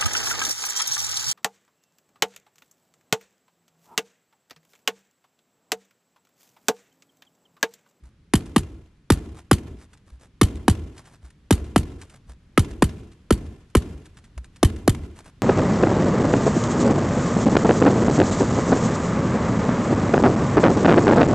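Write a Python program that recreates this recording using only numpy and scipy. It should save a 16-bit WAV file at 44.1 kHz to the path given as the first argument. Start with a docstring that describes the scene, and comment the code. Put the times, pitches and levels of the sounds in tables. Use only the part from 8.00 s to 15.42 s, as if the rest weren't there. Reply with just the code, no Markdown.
"""First a soft footfall in quiet open air, then a pair of hard blows: a roofer at work with a hammer tacker.
Close to the two microphones, fourteen blows, mostly in pairs, each crack twice (nose lands, staple seats),
send a falling bending wave through the wooden deck and end in the clack of the driver springing back.
Between them the tool rattles, cloth brushes and soles grind grit. Further off, nearby walls echo.
Contacts are enveloped noise and sines; echoes, rumble and air are noise arriving from all round."""
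import sys
import numpy as np
from scipy import signal
from scipy.fft import rfft, irfft
from scipy.io import wavfile

SR = 44100
rng = np.random.default_rng(int(sys.argv[2]) if len(sys.argv) > 2 else 0)


def output_pcm(signal):
    """Save a mono or channel-first signal as 16-bit PCM at the path in sys.argv[1].

    Samples are clipped to [-1, 1] before scaling.
    """
    pcm = np.clip(np.atleast_2d(signal).T, -1, 1) * 32767
    wavfile.write(sys.argv[1], SR, np.round(pcm).astype(np.int16))


N = 327222
AGE = np.arange(SR) / SR   # time since a contact, s


# Blows, levels relative: t/s, crack level/dB, steel snap level/dB, knock f/Hz, knock level/dB,
# bending wave starting f/Hz, give of the deck at that spot level/dB
BLOWS = [ (0.3363, 0.5, 8.5, 800, -11, 460, -5.5), (0.562, 4, 2.5, 1084, -6, 428, -20),
         (1.1025, 2, 9, 900, -4.5, 523.4, -0.5), (1.5122, 5, 8, 809, -3.5, 524, -1.5),
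         (2.4135, 1, 10, 1250, -12.5, 502, 4.5), (2.6805, 1, 5.5, 770, -6.5, 442, 1),
         (3.5077, 0.5, 10, 888, -8.5, 510, 1.5), (3.7603, 2.5, 3.5, 720, -5, 456, -2),
         (4.5760, 4, 6, 1258, -6, 556, 2.5), (4.8226, 4, 1.5, 873, -8, 474, -4.5),
         (5.3065, -1, 4, 1307, -10.5, 670, -2), (5.7508, 2.5, 2.5, 1300, -9.5, 627, 2.5),
         (6.6297, 2.5, 7, 677, -9, 593, 3), (6.877, -1.5, 6, 700, -9, 562, -0.5)]
# Noise colour of the crack under the nose: f/Hz, relative level/dB per Hz
CRACK_COLOUR = [(100, -28), (300, -10.5), (550, -9.5), (750, 2.5), (1250, 7.5), (1550, -1), (1850, -0.5),
                (2400, -8), (3050, -7.5), (4200, -18), (7000, -18.5), (12000, -24)]
# Noise colour of the driver shearing a staple off: f/Hz, relative level/dB per Hz
SNAP_COLOUR = [(1500, -20), (3500, 1), (5500, -2.5), (7000, -5.5), (9000, -0.5), (11000, -1), (12000, -5.5)]
# Noise colour of the driver's return and the rattling staples: f/Hz, relative level/dB per Hz
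CLACK_COLOUR = [(300, -4), (900, 2), (2000, -2), (4500, -0.5), (5200, -6), (7000, 0.5), (8700, 2),
                (10000, -3.5), (11200, 1.5), (12000, -5)]
NOSE_LEAD_S = .0002   # the nose touches the shingle just before the blow's time
RING_FOLLOWS, CLACK_FOLLOWS = 0.42, 0.66   # shares of the steel snap's dB kept by ring and return clack


def tacker(nose_db=-13, seat_db=-15, snap_db=-23, seat_s=.0025, return_db=-27.5, return_s=.0172,
           chatter_db=-32, ring_db=-2, return_ring_db=-7.0, return_chatter_db=-38.0):
    """The nose lands, the staple seats, and as the head bounces off the driver snaps back."""
    out = np.zeros(N)
    for s, crack_db, steel_db, knock_hz, knock_db, _, _ in BLOWS:
        nose = from_db(nose_db + crack_db) * noise(CRACK_COLOUR) * fade(0.028, rise=0.0001)
        # the board right under the nose
        knock = from_db(knock_db) * sine(knock_hz) * fade(0.019, rise=0.0001)
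        # the driver shears a staple off the strip
        snap = from_db(snap_db + steel_db) * noise(SNAP_COLOUR) * swell(0.0016, 0.84)
        add(out, s - NOSE_LEAD_S, nose + knock + snap)

        seat = from_db(seat_db) * noise(CRACK_COLOUR) * fade(0.014)
        seat += from_db(chatter_db) * chatter(0.027)
        ring = from_db(ring_db + RING_FOLLOWS * steel_db) * steel_ring()
        add(out, s + seat_s, from_db(crack_db) * seat + ring)

        clack = from_db(return_db) * noise(CLACK_COLOUR) * swell(.0015, 0.59)
        clack += from_db(return_ring_db) * steel_ring()
        clack += from_db(return_chatter_db) * chatter(.095) * grain(1.7)
        add(out, s + return_s, from_db(CLACK_FOLLOWS * steel_db) * clack)
    return out


def chatter(t60, per_s=900):
    """The strip of staples shakes in its magazine: a dying shower of tiny ticks."""
    ticks = 1.0 * (rng.random(SR) < per_s / SR)
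    tick_decay = np.exp(-1 / (0.00085 * SR))
    grains = signal.lfilter([1], [1, -tick_decay], ticks + 1e-18)
    return noise(CLACK_COLOUR) * (1.1 + grains) * fade(t60)


# Modes of the tool's steel body, before their random shifts: f/Hz, relative level/dB, decay t60/s
STEEL_MODES = [(1260, -35, .04), (1830, -36, .06), (2860, -41, .06), (3060, -30, .055), (3990, -47, .09),
               (4460, -44, .14), (4680, -47, .08), (5600, -46, .08), (8150, -44, .1), (8390, -45, .08),
               (9400, -45, .06), (11260, -44, .11)]
STEEL_SPREAD = .005   # standard deviation of a mode's pitch, as a share of it


def steel_ring():
    """Each contact rings the body's modes with strengths, signs and small pitch shifts of its own."""
    strength, shift = rng.standard_normal((2, len(STEEL_MODES)))
    signs = rng.choice([-1, 1], len(STEEL_MODES))
    ring = np.zeros(SR)
    for (hz, db, t60), own, off, sign in zip(STEEL_MODES, strength, shift, signs):
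        vibration = sine(hz * (1 + STEEL_SPREAD * off))
        ring += sign * from_db(db + 2 * own) * vibration * fade(t60)
    return ring


# Slow modes of the roof frame: f/Hz, relative level/dB, decay t60/s
FRAME_MODES = [(81, -35, .6), (101, -39, .55), (137, -22, .12), (197, -21, .11), (235, -42, .5),
               (265, -44, .5), (315, -43, .5)]
WAVE_LAG_S = .0007   # the bending wave builds up just after the crack
SWING_HZ, SWING_DB = 77, -10   # the sheet swinging on its rafters; the deck's give is added to the dB
SWING_AFTER_CYCLES = 11.5   # delay of the swing, in periods of the bending wave's starting pitch


def deck(wave_db=-0.34, frame_db=1.2):
    """After the bending wave the whole sheet swings on its rafters, more where it gives; the frame rings."""
    out = np.zeros(N)
    for s, *_, wave_hz, give_db in BLOWS:
        add(out, s + WAVE_LAG_S, from_db(wave_db) * bending_wave(wave_hz))
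        swing = from_db(SWING_DB + give_db) * sine(SWING_HZ) * swell(0.0063, 2.0)
        add(out, s + SWING_AFTER_CYCLES / wave_hz, swing)
        for hz, db, t60 in FRAME_MODES:
            spot_db = rng.normal(0, 1.5)   # each blow excites each mode a little differently
            mode = from_db(frame_db + db + spot_db) * sine(hz) * fade(t60, rise=.001)
            add(out, s + 0.016, mode)
    return out


def bending_wave(start_hz, all_cycles=8.6, front_db=-5.5, front_s=0.0038, slow_db=-13, slow_s=.012):
    """High bending waves run fastest through the boards, so the pitch falls, in the end as 1 / time squared."""
    cycles = start_hz * AGE / (1 + start_hz * AGE / all_cycles)
    front = from_db(front_db) * swell(front_s, 1.6)
    slow = from_db(slow_db) * swell(slow_s, 2.1)
    return np.sin(2 * np.pi * cycles) * (front + slow)


# Loose parts clicking as the roofer shifts the tool: t/s, relative level/dB
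RATTLES = [(1.931, -30.5), (2.9776, -27), (3.055, -32), (3.302, -40), (4.0138, -24), (4.0967, -30.5),
           (5.1165, -37), (6.054, -29.5), (6.1695, -28), (6.2412, -32), (6.4433, -33.5), (6.559, -30)]
# Noise colour of those clicks: f/Hz, relative level/dB per Hz
RATTLE_COLOUR = [(300, -19.5), (800, -5.5), (1600, 1.5), (3200, -4), (5500, -6.5), (9000, -4.5),
                 (12000, -22.5)]
# Trousers brushing: t/s at the middle of the stroke, relative level/dB
SCUFFS = [(1.38, -44.5), (1.823, -47), (2.09, -53.5), (2.235, -45.5), (2.990, -43), (3.078, -47.5),
          (3.14, -50.5), (4.03, -45), (4.145, -49), (7.187, -43), (7.271, -44)]
# Noise colour of cloth and grit: f/Hz, relative level/dB per Hz
SCUFF_COLOUR = [(150, 6), (500, -1), (900, 0), (1600, -3.5), (2800, -11), (5500, -12), (9000, -11),
                (12000, -21.5)]
# Footfalls on the deck: t/s, thump level/dB, grit level/dB, trouser leg level/dB, all relative
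STEPS = [(.026, -39, -53, -58), (2.120, -36, -72, -61), (3.232, -36.5, -66, -47.5),
         (4.283, -35.5, -47, -48.5), (6.367, -26.5, -35.5, -62)]
# two blows closer than the gap make a pair; the tool rattles at this share of the way between them
PAIR_GAP_S, LIFT_SHARE, LIFT_DB = .3, .53, -30
FIDGETS_PER_S, FIDGET_DB = 2, -43.5   # faint clicks at random moments
SLEEVE_LAG_S, SLEEVE_DB = 0.0048, -27   # sleeve after each listed rattle; dB added to the rattle's entry
STRIDE_LAG_S = .025   # the trouser leg brushes just after the foot lands
HALF_SCUFF_S = 0.067   # half the length of one brush of cloth


def handling(rattle_db=-14, ring_db=6, scuff_db=-4):
    """Loose parts click when the tool is jerked; sleeve and trousers brush as bursts of uneven noise."""
    out = np.zeros(N)
    times = [s for s, *_ in BLOWS]
    lifts = [(s + LIFT_SHARE * gap, LIFT_DB)
             for s, gap in zip(times, np.diff(times)) if gap < PAIR_GAP_S]
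    fidgets = [(s, FIDGET_DB) for s in rng.uniform(0, N / SR, round(FIDGETS_PER_S * N / SR))]
    for s, db in [*RATTLES, *lifts, *fidgets]:
        shake = fade(.06, rise=.0012) * grain(4, size=90)
        click = noise(RATTLE_COLOUR) * shake + from_db(ring_db) * steel_ring()
        add(out, s, from_db(db + rattle_db) * click)

    sleeves = [(s + SLEEVE_LAG_S, db + SLEEVE_DB) for s, db in RATTLES]
    strides = [(s + STRIDE_LAG_S, leg_db) for s, *_, leg_db in STEPS]
    stroke = np.sin(np.pi * np.minimum(AGE / (2 * HALF_SCUFF_S), 1)) ** 4
    for s, db in [*SCUFFS, *sleeves, *strides]:
        brush = noise(SCUFF_COLOUR) * stroke * grain(4.8, size=130)
        add(out, s - HALF_SCUFF_S, from_db(db + scuff_db) * brush)
    return out


def steps(swing_hz=62, swing_peak_s=0.014):
    """A soft sole sets the deck swinging and grinds a little grit."""
    out = np.zeros(N)
    for s, db, grit_db, _ in STEPS:
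        add(out, s, from_db(db) * sine(swing_hz) * swell(swing_peak_s, 0.76))
        grit = from_db(grit_db) * noise(SCUFF_COLOUR) * fade(.035, rise=.0005)
        add(out, s + .0105, grit)
    return out


# Phase by which the left microphone leads for close sounds: f/Hz, phase/rad
PORT_PHASE = [(300, 0), (2800, 0.14), (4700, -1.1), (5900, -.95), (8000, -1.4), (12000, -1.35)]


def at_microphones(close):
    """Close sounds reach the two microphones with a small phase difference in the treble."""
    lead = at_hz(PORT_PHASE, np.fft.rfftfreq(N, 1 / SR))
    left_right = np.array([[1], [-1]])
    return irfft(rfft(close) * np.exp(.5j * lead * left_right), N)


# Noise colour of the roof's rumble: f/Hz, relative level/dB per Hz
RUMBLE_COLOUR = [(25, -19), (50, 5), (80, 7.5), (115, -3), (170, -5), (330, -4.5), (430, -10.5),
                 (540, -21.5), (1100, -32), (4000, -56.5)]
TAIL_FOLLOWS = 0.24   # share of the deck's give, in dB, that rumble and echoes keep


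def afterglow(level_db=-27.0, shudder_db=-29):
    """The roof shudders under each blow, alike at both microphones, and rumbles on from all round."""
    out = np.zeros((2, N))
    envelope = lingering(1.17, 0.23, 0.42)
    for s, *_, give_db in BLOWS:
        add(out, s, from_db(level_db + TAIL_FOLLOWS * give_db) * diffuse(RUMBLE_COLOUR) * envelope)
        add(out, s + 0.0067, from_db(shudder_db) * noise(RUMBLE_COLOUR) * swell(.016, 1.7))
    return out


# Near walls: delay t/s, level/dB over the scattered sound
WALLS = [(.0708, 12), (.136, -4), (.158, 2), (.298, 1)]
# Noise colour of the reflections: f/Hz, relative level/dB per Hz
REFLECTED_COLOUR = [(250, -11), (550, 1.5), (1100, 0.5), (1600, -3.5), (2900, -4.5), (4500, -12),
                    (7000, -12), (9000, -17), (11500, -19)]


def wall_echoes(level_db=-47.0, slap_t60=0.026, second_share=.4):
    """The houses around scatter each double crack back, with a slap from each near wall."""
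    paths = np.ones(SR)
    for delay, db in WALLS:
        add(paths, delay, from_db(db) * fade(slap_t60))
    envelope = lingering(1.0, 0.19, 0.89) * paths
    out = np.zeros((2, N))
    for s, *_, give_db in BLOWS:
        uneven = grain(2.5, size=300)
        level = from_db(level_db + TAIL_FOLLOWS * give_db)
        echo = level * diffuse(REFLECTED_COLOUR) * envelope * uneven
        add(out, s - NOSE_LEAD_S, echo)   # the nose landing
        add(out, s + 0.0027, second_share * echo)   # the staple seating
    return out


# Noise colour of the outdoor air: f/Hz, relative level/dB per Hz
AIR_COLOUR = [(22, -1.5), (50, -1.5), (90, -2), (170, -6), (280, -14), (420, -21), (700, -31.5),
              (1500, -30.5), (3300, -34.5), (6000, -41), (12000, -50.5)]
# Level of the outdoor air: t/s, level/dB
AIR_LEVEL = [(0, -55.5), (1, -56), (2.2, -54.5), (7.4, -50.5)]


def outdoor_air():
    """Quiet open air at the microphones: coloured noise from all round at a slowly changing level."""
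    level_db = np.interp(np.arange(N) / SR, *np.transpose(AIR_LEVEL))
    return from_db(level_db) * diffuse(AIR_COLOUR, size=N)


# Likeness of left and right for sound from all round: f/Hz, likeness/0-1
LIKENESS = [(100, .999), (300, .97), (640, .8), (2000, .65), (4000, .45), (12000, .33)]


def diffuse(spectrum, size=SR):
    """Stereo noise from all round: alike in the bass, less so in the treble."""
    alike = np.clip(at_hz(LIKENESS, np.fft.rfftfreq(size, 1 / SR)), 0, 1)
    mid = rfft(noise(spectrum, size=size)) * np.sqrt((1 + alike) / 2)
    side = rfft(noise(spectrum, size=size)) * np.sqrt((1 - alike) / 2)
    return irfft(np.array([mid + side, mid - side]), size)


def noise(spectrum, size=SR):
    """Noise of a given colour, rms 1."""
    gain = from_db(at_hz(spectrum, np.fft.rfftfreq(size, 1 / SR)))
    x = irfft(rfft(rng.standard_normal(size)) * gain, size)
    return x / x.std()


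def sine(hz):
    """A vibration starting from rest."""
    return np.sin(2 * np.pi * hz * AGE)


def fade(t60, rise=1e-4):
    """Envelope of a contact: a quick rise, then exponential decay by 60 dB in t60 seconds."""
    return (1 - np.exp(-AGE / rise)) * np.exp(-np.log(1000) * AGE / t60)


def swell(peak_s, steep):
    """Envelope that grows to 1 at peak_s and dies away."""
    return (AGE / peak_s * np.exp(1 - AGE / peak_s)) ** steep


def lingering(early_t60, hold_s, late_t60):
    """A tail that holds up at first and then, from hold_s on, falls away faster."""
    late_db = -60 * (hold_s / early_t60 + (AGE - hold_s) / late_t60)
    return np.minimum(fade(early_t60, rise=0.002), from_db(late_db))


def grain(depth_db, size=220):
    """An uneven gain, rms 1, gliding to a new random value every `size` samples."""
    count = SR // size + 2
    wander = np.interp(np.arange(SR) / size, np.arange(count), rng.standard_normal(count))
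    gain = from_db(depth_db * wander)
    return gain / np.sqrt(np.mean(gain ** 2))


def from_db(db):
    """Decibels to gain."""
    return 10 ** (np.asarray(db) / 20)


def at_hz(points, hz):
    """Read a table on a log-frequency axis."""
    known_hz, values = np.transpose(points)
    return np.interp(np.log(hz + 1e-3), np.log(known_hz), values)


def add(track, s, sound):
    """Mix a sound into a track at time s."""
    start = max(round(s * SR), 0)
    part = sound[..., :track.shape[-1] - start]
    track[..., start:start + part.shape[-1]] += part


def scene():
    """Tool, deck and roofer close by; rumble, echoes and quiet outdoor air behind."""
    close = tacker() + deck() + handling() + steps()
    return at_microphones(close) + afterglow() + wall_echoes() + outdoor_air()


def record(dry, low_cut_hz=24, top_cut_hz=11800):
    """The deepest bass is cut, the highest peaks are rounded and the top is cut."""
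    low_cut = signal.butter(2, low_cut_hz, "high", fs=SR, output="sos")
    lean = signal.sosfilt(low_cut, dry)
    rounded = lean / (1 + np.abs(lean) ** 6) ** (1 / 6)
    top_cut = signal.ellip(10, .3, 75, top_cut_hz, fs=SR, output="sos")
    return signal.sosfilt(top_cut, rounded)


dry = scene()
out = record(dry)
output_pcm(out)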